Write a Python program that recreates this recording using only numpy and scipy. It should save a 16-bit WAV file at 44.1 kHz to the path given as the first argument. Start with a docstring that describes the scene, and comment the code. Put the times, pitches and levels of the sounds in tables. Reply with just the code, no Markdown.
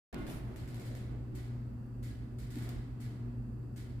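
"""In a large, hard-walled garage with humming machinery, an exhaust part is turned in the hand.
Loose pieces inside tick singly or tumble in short runs, making the steel shell knock and ring.
It clanks once, crumbs slide grittily over the steel, and soft low thuds and swells come and go.
The hall's echoes draw every tick out into a noisy tail, over a steady rumble and a thin hiss."""
import sys
import numpy as np
from scipy import signal
from scipy.fft import rfft, irfft
from scipy.io import wavfile
from scipy.ndimage import uniform_filter1d

SR = 44100
rng = np.random.default_rng(int(sys.argv[2]) if len(sys.argv) > 2 else 0)


def to_wav(sig):
    """Store sig (one row per channel, or 1-D mono) as 16-bit WAV at the path in sys.argv[1].

    Samples outside -1..1 are clipped; the rate is SR.
    """
    pcm = np.clip(np.atleast_2d(sig), -1, 1) * 32767
    pcm = np.round(pcm).astype(np.int16)
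    wavfile.write(sys.argv[1], SR, pcm.T)  # frames by channels


N = 176400

# Bright tone colour (how strong each pitch is) of ticks and clicks: pitch_hz, level_db
TICK_COLOUR = [(200, 5), (900, -16), (1600, 3), (2200, 6), (2600, -0.5), (3200, 0), (4500, 1.5), (5800, -5),
               (7500, -0.5), (9500, -3.5), (11500, -3), (13000, -5.5), (15500, -5.5)]


def amp(db):
    """Turns decibels into a volume factor."""
    return 10 ** (np.asarray(db) / 20)


def unit(x):
    """Scales a signal to an average strength (rms) of 1."""
    return x / np.sqrt(np.mean(abs(x) ** 2) + 1e-20)


def at_pitch(points, hz):
    """Looks up a table's value at any pitch, sliding between its rows."""
    pitches, values = np.transpose(points)
    return np.interp(np.log(hz + 1), np.log(pitches), values)


def level(points):
    """Draws a volume curve through rows of time_s, level_db."""
    return amp(np.interp(np.arange(N) / SR, *np.transpose(points)))


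def add(mix, start_s, sound):
    """Mixes a stereo sound in at start_s."""
    part = mix[:, max(round(start_s * SR), 0):][:, :sound.shape[1]]
    part += sound[:, :part.shape[1]]


def colour(x, points):
    """Gives two signals a tone colour and blends their lows, like sound arriving from all around."""
    # How alike left and right are: pitch_hz, likeness (0 to 1)
    likeness = [(30, .96), (60, .95), (130, .945), (260, .78), (600, .4), (1200, 0), (16000, 0)]
    spectrum, hz = rfft(x), np.fft.rfftfreq(x.shape[1], 1 / SR)
    same = at_pitch(likeness, hz)
    mid, side = spectrum[0] * np.sqrt(1 + same), spectrum[1] * np.sqrt(1 - same)
    return unit(irfft(np.array([mid + side, mid - side]) * amp(at_pitch(points, hz)), x.shape[1]))


def noise(points, size=N):
    """Stereo noise with the given tone colour."""
    return colour(rng.standard_normal((2, size)), points)


def drift(rate_hz, size=N):
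    """A smooth random wobble in strength and phase; a higher rate wobbles faster."""
    spectrum = rng.standard_normal(size) + 1j * rng.standard_normal(size)
    return unit(np.fft.ifft(spectrum * np.exp(-(np.fft.fftfreq(size, 1 / SR) / rate_hz) ** 2)))


def wavering_tone(hz, db, depth, rate_hz):
    """One tone that wavers at random."""
    t = np.arange(N) / SR
    waver = unit(1 + depth * drift(rate_hz))
    tone = np.exp(2j * np.pi * (hz * t + rng.random()))
    return amp(db) * np.sqrt(2) * (waver * tone).real


def mains_hum(mains_hz=59.95):
    """Mains power hums at multiples of its own pitch, swelling and dipping."""
    # One row for each multiple: level_db, waver_depth, waver_hz
    tones = [(-53, 0.37, 4), (-43, 0.19, 13), (-55, 0.54, 3.4), (-72.5, .4, 3.5)]
    # Rise and fall of the hum: time_s, level_db
    swell = [(.13, -11.5), (.22, -6), (.3, -9.5), (.41, -4), (.5, -0.5), (.565, -11.5), (.63, 0), (.72, -2),
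             (1.05, 1), (1.55, 2), (1.9, -1.5), (2.3, -4), (2.55, -1.5), (2.75, -1), (2.9, -1), (3.3, 2.5),
             (3.6, -1.5), (4, -3.5)]
    return level(swell) * sum(wavering_tone(k * mains_hz, *row) for k, row in zip((1, 2, 4, 6), tones))


def machine_drone():
    """Running machines drone in low tones that beat against the hum."""
    # Machine tones: pitch_hz, level_db, waver_depth, waver_hz
    tones = [(50.46, -54, 1.2, 3.7), (113, -57, 0.23, 3.3), (214.9, -63.5, 1.7, 4.8),
             (298.2, -65.5, 1.5, 6.6), (376, -66.5, 2.5, 8)]
    return sum(wavering_tone(*row) for row in tones)


def hall_noise(rumble_db=-47.5, hiss_db=-76.5):
    """The hall rumbles and hisses steadily, while a dull wash and a hollow note come and go."""
    # Colours of the rumble, faintly whistling air, wash and hollow note: pitch_hz, level_db
    rumble = [(15, -25.5), (30, -8.5), (42, -7.5), (57, -0.5), (75, -1.5), (105, -1.5), (135, -1.5),
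              (175, -13), (215, -4.5), (260, -7), (320, -14), (400, -19), (500, -26), (700, -30),
              (1200, -31.5), (1800, -37.5), (2300, -51), (3500, -67.5), (6000, -81), (16000, -89)]
    hiss = [(500, -5), (2350, -5), (2540, 10.5), (2680, 15), (2900, 4), (3400, -.5), (4200, -1),
            (4420, 6.5), (4600, 8.5), (4850, 6), (5150, -.5), (7000, -1), (7650, 4), (8600, -.5),
            (9400, -1.5), (15500, -.5)]
    wash = [(80, -20.5), (200, 4), (340, 6.5), (480, -6.5), (620, -4), (1000, -9), (2000, -14.5),
            (4000, -29), (8000, -37), (16000, -74)]
    hollow = [(200, -39.5), (400, -2.5), (510, 1.5), (600, -6.5), (750, -8), (1000, -36), (1600, -39),
              (8000, -59)]
    # Rise and fall of the wash and the hollow note: time_s, level_db
    wash_swell = [(.13, -44.5), (.22, -53), (.36, -55), (.45, -57), (.52, -52), (.65, -65), (.8, -55),
                  (.95, -60.5), (1.06, -59.5), (1.15, -57), (1.25, -63), (1.5, -60.5), (1.75, -67),
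                  (2.45, -67), (2.7, -53.5), (2.9, -63), (3.23, -60), (3.4, -65.5), (4, -76.5)]
    hollow_swell = [(.4, -82), (.52, -60), (.65, -90), (.82, -59.5), (.95, -56), (1.05, -66), (1.15, -59),
                    (1.27, -68), (1.5, -69), (1.7, -69)]
    steady = amp(rumble_db) * noise(rumble) + amp(hiss_db) * noise(hiss)
    return steady + level(wash_swell) * noise(wash) + level(hollow_swell) * noise(hollow)


def impact(points, crack_boost_db, crack_db=-16.5, crack_s=.0011, flutter_db=1.5, size=57344):
    """A brief crack, then the hall's echoes, which build up and die away sooner in the treble."""
    # Time the echoes take to fall by 60 dB: pitch_hz, fade_s
    fade_times = [(150, 1.05), (600, 1.17), (1800, 0.9), (4000, 0.93), (7500, 0.6), (11000, 0.53),
                  (15000, 0.41)]
    # Time the echoes take to build up: pitch_hz, build_s
    build_times = [(300, 0.039), (2000, 0.024), (6000, 0.0032), (14000, 0.0023)]
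    hz, band_t, bands = signal.stft(noise(points, size), SR, nperseg=256)
    fade = amp(-60 * band_t / at_pitch(fade_times, hz)[:, None])
    build = 1 - 0.54 * np.exp(-band_t / at_pitch(build_times, hz)[:, None])
    tail = signal.istft(bands * fade * build, SR, nperseg=256)[1][:, :size]
    tail *= amp(flutter_db * drift(250, size).real)
    crack = noise(points, size) * np.exp(-np.arange(size) / SR / crack_s)
    return (unit(tail) + amp(crack_db + crack_boost_db) * unit(crack)) / np.sqrt(size)


def steel_ring(tones, blur_hz=10, rise_s=0.026, size=36000):
    """Struck steel rings in fading tones, each blurred by the hall."""
    t, out = np.arange(size) / SR, np.zeros((2, size))
    for hz, db, fade_s in tones:
        tone = np.exp(2j * np.pi * hz * t) * amp(db - 60 * t / fade_s)
        blur = np.array([drift(blur_hz, size), drift(blur_hz, size)])
        out += (blur * tone).real
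    return out * (1 - np.exp(-t / rise_s))


def piece_ring(x, decay_s=0.009, ring_db=-3, even_hz=500, size=2048):
    """Adds the brief ring of a hard fragment, made of many close tones."""
    fade = np.exp(-np.arange(size) / SR / decay_s)
    ring = unit(rng.standard_normal((2, size)) * fade) * amp(ring_db) / np.sqrt(size)
    ring[:, 0] = 1  # lets the hit itself through
    spectrum = rfft(ring)
    broad_power = uniform_filter1d(abs(spectrum) ** 2, int(even_hz * size / SR), axis=1)
    even_ring = irfft(spectrum / np.sqrt(broad_power))[:, :size // 2]  # keeps the overall colour
    return signal.oaconvolve(x, even_ring, axes=1)[:, :N]


def loose_pieces(tick_db=-24, knock_db=-10, shell_db=-74):
    """Each loose piece hits the shell with a bright tick, a dull knock and a faint ring."""
    # The hits: start_s, tick_and_ring_boost_db, knock_boost_db, crack_boost_db
    hits = [(0.1282, -35, -3, 6), (.144, -30, 1, 18), (.179, -7, -13, -5), (.267, 0.5, 0, 4),
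            (0.5608, -1, -5, 7), (.6761, -2, -10, 6.5), (0.7444, -2.5, -11.5, 8), (.798, -0.5, -21, 6),
            (0.852, -1, -16, -9), (0.9518, -2, -7.5, 8), (1.3505, 1, -21, -5), (2.028, 1, -25, -1),
            (2.3858, -0.5, -18.5, 1.5), (2.5048, 1, -20, 3), (2.5554, -2, -6.5, 0), (2.587, -3, -8.5, 8),
            (2.6235, 0, -10.5, 5), (2.691, -3, -18, 17), (3.002, 0, -15, -2), (3.761, 0.3, -19, -2)]
    # Colour of the shell's knock: pitch_hz, level_db
    knock_colour = [(80, 0), (200, 6), (310, 2.5), (480, -9.5), (650, -7.5), (1200, -16), (2100, -18),
                    (4000, -24), (7000, -52), (15000, -60)]
    # Ringing tones of the shell: pitch_hz, level_db, fade_s (time to fall 60 dB)
    shell_tones = [(1302, -3, .9), (1475, 4, 1.1), (1660, 5, 1.1), (1803, -2, .9), (1864, -2, .9),
                   (1975, 2, 1), (2003, 1, 1), (2062, 3, .9), (2084, 2, .8), (2305, -1, .7), (2362, -2, .7),
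                   (3056, 2, .7), (3096, -2, .6), (4097, 0, .6), (5168, -1, .6), (5235, -3, .6)]
    ticks, shell = np.zeros((2, 2, N))
    for start_s, boost_db, knock_boost_db, crack_boost_db in hits:
        add(ticks, start_s, amp(tick_db + boost_db) * impact(TICK_COLOUR, crack_boost_db))
        add(shell, start_s, amp(knock_db + knock_boost_db) * impact(knock_colour, 0))
        add(shell, start_s, amp(shell_db + boost_db) * steel_ring(shell_tones))
    return piece_ring(ticks) + shell


def hand_clicks(decay_s=.0006, size=16384):
    """Tiny clicks close to the hand, with no echo."""
    # The clicks: start_s, level_db
    clicks = [(.1292, -49), (.1442, -39), (.1465, -47), (.301, -44), (.555, -60), (.6595, -57),
              (.7443, -49), (.7977, -49), (.952, -50), (1.345, -60), (1.482, -58), (2.557, -48),
              (2.587, -49), (2.6236, -49), (3.345, -68), (3.6307, -64), (3.7795, -50)]
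    t, out = np.arange(size) / SR, np.zeros((2, N))
    for start_s, db in clicks:
        add(out, start_s, amp(db) * noise(TICK_COLOUR, size) * np.exp(-t / decay_s))
    return out


def low_thuds(rise_s=0.0053, decay_s=0.046, size=16384):
    """Soft low thuds and brief swells near the hum's 240 Hz overtone, each with a deeper boom."""
    # The thuds and swells: start_s, thud_db, boom_db
    thuds = [(.135, -19, -19), (.19, -7.5, -11), (1.32, -15, -14.5), (2.56, -17, -26), (2.64, -18, -24),
             (2.724, -22.5, -8)]
    # Colours of the thud and the boom: pitch_hz, level_db
    thud_colour = [(60, -6), (150, -30), (210, -2.5), (243, 4), (275, -5.5), (310, 5.5), (400, -31),
                   (600, -29), (2000, -47), (12000, -72)]
    boom_colour = [(25, -21), (50, 16.5), (70, 2.5), (100, -7), (200, -39), (1000, -89)]
    t, out = np.arange(size) / SR, np.zeros((2, N))
    fade = unit(np.exp(-t / decay_s) * (1 - np.exp(-t / rise_s))) / np.sqrt(size)
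    for start_s, thud_db, boom_db in thuds:
        thud = amp(thud_db) * noise(thud_colour, size)
        boom = amp(boom_db) * noise(boom_colour, size)
        add(out, start_s, fade * (thud + boom))
    return out


def clank(start_s=.144, gain_db=-57):
    """The first hard knock makes the steel clank."""
    # Tones of the clank: pitch_hz, level_db, fade_s (time to fall 60 dB)
    tones = [(303, 12, 1), (1092, -3, 1.2), (1448, -1, 1), (2083, 0, .86), (2115, -4, .8), (2417, -6, .5)]
    out = np.zeros((2, N))
    add(out, start_s, amp(gain_db) * steel_ring(tones))
    return out


def gritty_slide(grains_per_s=4700, spread_db=1.5):
    """Crumbs slide over the steel as a dense stream of tiny grains."""
    # Rise and fall of the slide: time_s, level_db
    swell = [(.26, -73), (.272, -65), (.305, -55), (.34, -57.5), (.38, -60), (.42, -71.5), (.55, -75),
             (.7, -120)]
    # Colour of the grit: pitch_hz, level_db
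    grit_colour = [(300, 4), (2000, 4), (4500, -2), (6000, -2), (9000, -2.5), (10300, 3.5), (11500, 0),
                   (15000, -4)]
    grains = (rng.random((2, N)) < grains_per_s / SR) * rng.choice([-1, 1], (2, N))
    strengths = amp(spread_db * np.minimum(rng.exponential(1, (2, N)), 4))
    return piece_ring(colour(grains * strengths, grit_colour) * level(swell))


def scene():
    """The rattling part over the sound of the garage."""
    garage = mains_hum() + machine_drone() + hall_noise()
    return garage + loose_pieces() + hand_clicks() + low_thuds() + clank() + gritty_slide()


def record(dry, start_s=0.1272, top_hz=15500):
    """Leans each pitch left or right, starts the sound abruptly and cuts the highest treble."""
    # Stereo balance: pitch_hz, left_minus_right_db
    balance = [(35, -8), (120, 1.4), (350, -0.8), (700, 0), (1400, -5), (2800, -1), (5000, 4), (9000, -2),
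               (15000, 2)]
    lean_db = at_pitch(balance, np.fft.rfftfreq(2 * N, 1 / SR))
    mirrored = np.hstack([dry, dry[:, ::-1]])  # keeps the end from spilling into the start
    x = irfft(rfft(mirrored) * amp(np.array([lean_db, -lean_db]) / 2))[:, :N]
    x *= np.clip((np.arange(N) / SR - start_s) / .003, 0, 1)
    x *= np.minimum(np.arange(N)[::-1] / 100, 1)  # very short fade-out
    treble_cut = signal.firwin(401, top_hz, window=("kaiser", 9), fs=SR)
    return signal.oaconvolve(x, treble_cut[None], "same")


dry = scene()
out = record(dry)
to_wav(out)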